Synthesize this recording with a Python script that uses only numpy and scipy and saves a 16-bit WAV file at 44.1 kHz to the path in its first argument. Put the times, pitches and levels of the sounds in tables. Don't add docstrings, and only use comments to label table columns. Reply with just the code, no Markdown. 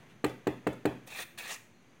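import sys
import numpy as np
from scipy import signal
from scipy.fft import rfft, irfft
from scipy.io import wavfile

SR = 44100
rng = np.random.default_rng(int(sys.argv[2]) if len(sys.argv) > 2 else 0)


def output_pcm(signal):
    pcm = np.clip(np.atleast_2d(signal).T, -1, 1) * 32767
    wavfile.write(sys.argv[1], SR, np.round(pcm).astype(np.int16))


def linear_from_db(decibels):
    return 10 ** (np.asarray(decibels, float) / 20)


N = 88200


def rms_one(x):
    return x / np.sqrt(np.mean(x ** 2) + 1e-20)


def at_hz(points, hz):
    p = np.array(points)
    return np.interp(np.log(hz), np.log(p[:, 0]), p[:, 1])


def colour(x, spectrum):
    hz = np.arange(1, len(x) // 2 + 2) * SR / len(x)
    return irfft(rfft(x) * linear_from_db(at_hz(spectrum, hz)), len(x))


def butterworth(x, order, hz, kind):
    return signal.sosfilt(signal.butter(order, hz, kind, fs=SR, output="sos"), x)


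def peak(x, hz, width_hz):
    r = np.exp(-np.pi * width_hz / SR)
    zeros = np.array([1, 0, -1]) * (1 - r * r) / 2
    return signal.lfilter(zeros, [1, -2 * r * np.cos(2 * np.pi * hz / SR), r * r], x)


def double_peak(x, hz, width_hz):
    return peak(peak(x, hz, width_hz), hz, width_hz)


def ring(impulses, hz, t60):
    r = 1000 ** (-1 / (t60 * SR))
    w = 2 * np.pi * hz / SR
    return signal.lfilter([0, np.sin(w)], [1, -2 * r * np.cos(w), r * r], impulses + 1e-18)


def burst(start, rise, fall):
    t = np.maximum(np.arange(N) / SR - start, 0)
    return (1 - np.exp(-(t / rise) ** 2)) * np.exp(-t / fall)


def clicks(s, db):
    x = np.zeros(N)
    x[(np.asarray(s) * SR).astype(int)] = linear_from_db(db)
    return x


def drift(rate):
    r = np.exp(-2 * np.pi * rate / SR)
    return rms_one(signal.lfilter([1], [1, -2 * r, r * r], rng.standard_normal(N)))


# (frequency [Hz], density [dB per Hz])
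HISS_SPECTRUM = [(60, -19), (110, -2), (210, -4.5), (320, -10), (1200, -17.5), (2300, -18), (5200, -32.5),
                 (16000, -44)]
# (time [s], level [dB])
HISS_SWELL = [(0, 4.5), (.2, -0.5), (1.0, 1.5), (1.75, -2.25), (2, -0.9)]
# (frequency [Hz], width [Hz], level [dB])
APPLIANCE = [(6100, 380, -85), (6410, 1000, -78), (115.3, 12, -79), (233.8, 6.6, -71.5), (347.4, 19, -72.5)]
# (time [s], frequency [Hz], level [dB], length [s])
SQUEAKS = [
    (1.775, 4240, -77, .04),
    (1.9, 4680, -83, .08),
]
HISS_DB = -59.5


def air():
    t = np.arange(N) / SR
    hiss = rms_one(colour(rng.standard_normal(N), HISS_SPECTRUM))
    out = hiss * linear_from_db(HISS_DB + np.interp(t, *np.transpose(HISS_SWELL)))
    noise = rng.standard_normal(N)
    for hz, width, db in APPLIANCE:
        out = out + linear_from_db(db) * rms_one(double_peak(noise, hz, width))
    for s, hz, db, length in SQUEAKS:
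        tone = rms_one(peak(peak(noise, hz, 90), hz, 81))
        out = out + linear_from_db(db) * np.exp(-((t - s) / length) ** 2) * tone
    return out


# (time [s], level [dB], centre frequency [Hz], length [s])
SMACKS = [
    (0.084, -55.5, 2320, 0.041),
    (0.263, -46, 8000, 0.0065),
    (0.29, -49, 5000, 0.014),
    (0.727, -49, 7200, 0.0094),
    (1.379, -35, 2880, 0.014),
    (1.823, -66, 6850, .006),
    (0.753, -60, 14000, .004),
]


def smacks():
    noise = rng.standard_normal(N)
    out = 0
    for s, db, hz, length in SMACKS:
        crackle = rms_one(peak(noise, hz, 0.5 * hz))
        out = out + linear_from_db(db) * burst(s, 0.35 * length, 0.64 * length) * crackle
    return out


# (frequency [Hz], t60 [s])
ROOM_T60 = [(50, 0.21), (120, 0.43), (300, 0.48), (600, .27), (1500, 0.39), (4000, 0.43), (10000, 0.41)]
ROOM_GAP_S = 0.0022


def kitchen(x, spectrum):
    length = SR * 3 // 4
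    t = np.arange(length) / SR
    white = rng.standard_normal((2, length))
    edges = 40 * 2 ** np.arange(0, 9.1, .5)
    answer = 0
    for k, (low, high) in enumerate(zip(edges, edges[1:])):
        hz = np.sqrt(low * high)
        band = butterworth(white[k % 2], 2, [low, high], "band")
        answer = answer + linear_from_db(at_hz(spectrum, hz) - 60 * t / at_hz(ROOM_T60, hz)) * band
    answer = answer * np.clip(t / ROOM_GAP_S - 1, 0, 1)
    return signal.fftconvolve(x, answer / np.sqrt(np.sum(answer ** 2)))[:N]


# (time [s], peak level [dB], slap level [dB], slap delay [s])
KNOCKS = [
    (0.2411, -14, -22, 0.0027),
    (0.4695, -14.5, -26.5, 0.001203),
    (0.6676, -14.5, -26.5, 0.0024),
    (0.8536, -12, -25, 0.0013),
]
# (frequency [Hz], level [dB])
BOWL = [(194, -9), (301, -1), (385, -1.5), (460, -15), (510, -11.5), (614, -17), (694, -6), (813, -44),
        (1206, -5), (1790, -2), (2350, -47), (2700, 1.5)]
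BOWL_T60_S = [.2, .19, .12, .12, .1, .08, .06, .06, .045, .03, .025, .025]
# (delay [s], level [dB])
ECHOES = [(.0042, -4), (.0063, -2), (.0085, -2.5), (.0108, -1.5), (.013, -8), (.0205, -12)]
# (frequency [Hz], density [dB per Hz])
SLAP = [(530, -45), (900, 5), (2500, -5.5), (3510, -15.5), (4050, -9.5), (5280, -25), (7770, -13.5),
        (11000, -30.5), (16000, -19)]
BOWL_DB, MODE_SCATTER_DB, ECHO_SCATTER_DB = -11, 3, 4.5
THUMP_HZ, THUMP_T60_S, THUMP_DB = 480, .007, -2.5
RIM_CUT_HZ, CONTACT_HZ = 179, 1350
COUNTER_HZ, COUNTER_DB, COUNTER_RISE_S, COUNTER_FALL_S = 125.7, -24, 0.0072, 0.066
SLAP_RISE_S, SLAP_FALL_S = 0.00053, 0.0048


def knocks():
    s, db, slap_db, lag = np.transpose(KNOCKS)
    t = np.arange(N) / SR
    scatter_db = MODE_SCATTER_DB * rng.standard_normal((len(s), len(BOWL)))
    uneven_db = ECHO_SCATTER_DB * rng.standard_normal((len(s), len(ECHOES)))
    bowl = 0
    for k, (hz, level_db) in enumerate(BOWL):
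        strikes = clicks(s, db + BOWL_DB + level_db + scatter_db[:, k])
        bowl = bowl + ring(strikes, hz, BOWL_T60_S[k])
    thumps = clicks(s, db)
    for k, (delay, echo_db) in enumerate(ECHOES):
        thumps = thumps + clicks(s + delay, db + echo_db + uneven_db[:, k])
    bowl = bowl + linear_from_db(THUMP_DB) * ring(thumps, THUMP_HZ, THUMP_T60_S)
    out = -butterworth(bowl, 2, [RIM_CUT_HZ, CONTACT_HZ], "band")
    slap_noise = rms_one(colour(rng.standard_normal(N), SLAP))
    for start, level, slap_level, delay in zip(s, db, slap_db, lag):
        boom = burst(start, COUNTER_RISE_S, COUNTER_FALL_S) * np.sin(2 * np.pi * COUNTER_HZ * (t - start))
        slap = burst(start + delay, SLAP_RISE_S, SLAP_FALL_S) * slap_noise
        out = out + linear_from_db(level + COUNTER_DB) * boom + linear_from_db(slap_level) * slap
    return out


# (frequency [Hz], level [dB])
KNOCK_TAIL = [(45, 3), (110, -3), (300, 5), (550, 6), (1100, -8.5), (2300, -11), (5000, -32.5),
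              (14000, -37.5)]
ROOM_DB, SLAP_SPLIT_HZ = 12.5, 2000


def knock_tails():
    s, db, slap_db, lag = np.transpose(KNOCKS)
    slap_feed_db = slap_db - slap_db.mean() + db.mean()
    low = butterworth(clicks(s, db + ROOM_DB), 1, SLAP_SPLIT_HZ, "low")
    high = butterworth(clicks(s + lag, slap_feed_db + ROOM_DB), 1, SLAP_SPLIT_HZ, "high")
    return kitchen(low + high, KNOCK_TAIL)


GRAINS_PER_S, GRAIN_SPREAD_DB, JUDDER_DB, JUDDER_PER_S = 11000, 2.5, 1.7, 80


def grains():
    size = linear_from_db(GRAIN_SPREAD_DB * np.minimum(rng.exponential(1, N), 4)) * rng.choice([-1, 1], N)
    return (rng.random(N) < GRAINS_PER_S / SR) * size * linear_from_db(JUDDER_DB * drift(JUDDER_PER_S))


# (time [s], rubbing level [dB], wall flexing [dB], edge hiss [dB], sheared cream [dB])
STROKES = [
    [(1.055, -93, -18, 4, -12), (1.074, -52, -1.5, 2, -6), (1.095, -52, -12, -10, -8),
     (1.118, -50.5, -11, -3.5, -7), (1.15, -47.5, -12, -8, -8), (1.195, -40.5, -5.5, -4, -6),
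     (1.232, -41, -17, -3.5, -9.5), (1.247, -61, -14, -5, -3)],
    [(1.374, -53.5, -13, -3, -7), (1.389, -37.5, -30, -7, -12), (1.405, -44.5, -10.5, -10, -7),
     (1.435, -49, -11, -2.5, -9), (1.452, -44, -17, -13, -8), (1.48, -43, -18, -9, -8),
     (1.51, -38, -11, -11.5, -3.5), (1.548, -48, -6.5, -3, 4.5), (1.575, -58, -21, -8, -9)],
]
# (frequency [Hz], width [Hz], level [dB])
WALL = [(770, 250, -10), (1200, 130, -7), (1740, 240, -2), (1920, 240, -1.5), (2480, 320, -1),
        (2760, 300, -4), (3450, 800, -9), (4300, 900, -12)]
# (frequency [Hz], density [dB per Hz])
EDGE_HISS = [(2500, -3), (3500, -7), (4600, -12.5), (6500, -20), (9000, -1.5), (11500, -11), (14500, -4),
             (16000, -4.5)]
FLEX_HZ, FLEX_WIDTH_HZ = 520, 630
CREAM_HZ, CREAM_WIDTH_HZ = 6050, 3800
WANDER_DB, WANDER_PER_S = 1.8, 25
EDGE_S = .004


def strokes():
    t = np.arange(N) / SR
    slips = grains()
    wall = 0
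    for k, (hz, width, db) in enumerate(WALL):
        level = linear_from_db(db + WANDER_DB * drift(WANDER_PER_S))
        wall = wall + (-1) ** k * level * peak(slips, hz, width)
    wall = rms_one(wall)
    hiss = rms_one(butterworth(colour(grains(), EDGE_HISS), 2, 2800, "high"))
    flex = rms_one(double_peak(grains(), FLEX_HZ, FLEX_WIDTH_HZ))
    cream = rms_one(double_peak(grains(), CREAM_HZ, CREAM_WIDTH_HZ))
    out = 0
    for rows in STROKES:
        s, db, *shares_db = np.transpose(rows)
        mix = wall
        for share_db, layer in zip(shares_db, (flex, hiss, cream)):
            mix = mix + linear_from_db(np.interp(t, s, share_db)) * layer
        fade = np.clip(np.minimum(t - s[0], s[-1] - t) / EDGE_S, 0, 1)
        out = out + fade * linear_from_db(np.interp(t, s, db)) * mix
    return out


# (frequency [Hz], level [dB])
ROOM_COLOUR = [(100, -5), (400, -12), (1500, 1), (5000, -6.5), (14000, -0.5)]
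RUB_ROOM_DB = -9.5


def scene():
    rub = strokes() + smacks()
    knocking = knocks() + knock_tails()
    rub_tail = kitchen(linear_from_db(RUB_ROOM_DB) * rub, ROOM_COLOUR)
    return (knocking + rub + rub_tail + air())[None]


def low_pass(x):
    return signal.sosfilt(signal.butter(12, 16610, fs=SR, output="sos"), x)


# (frequency [Hz], width [Hz], added share)
MIC = [(5170, 2560, -0.27), (9330, 310, 0.49)]
MIC_LOW_HZ, CUTOFF_HZ = 35, 15900
OFFSET = -.0005


def record(dry):
    x = butterworth(dry, 2, MIC_LOW_HZ, "high")
    x = x + sum(share * peak(x, hz, width) for hz, width, share in MIC)
    x = signal.sosfilt(signal.cheby1(10, 1, CUTOFF_HZ, fs=SR, output="sos"), x)
    return low_pass(x + OFFSET)


dry = scene()
out = record(dry)
output_pcm(out)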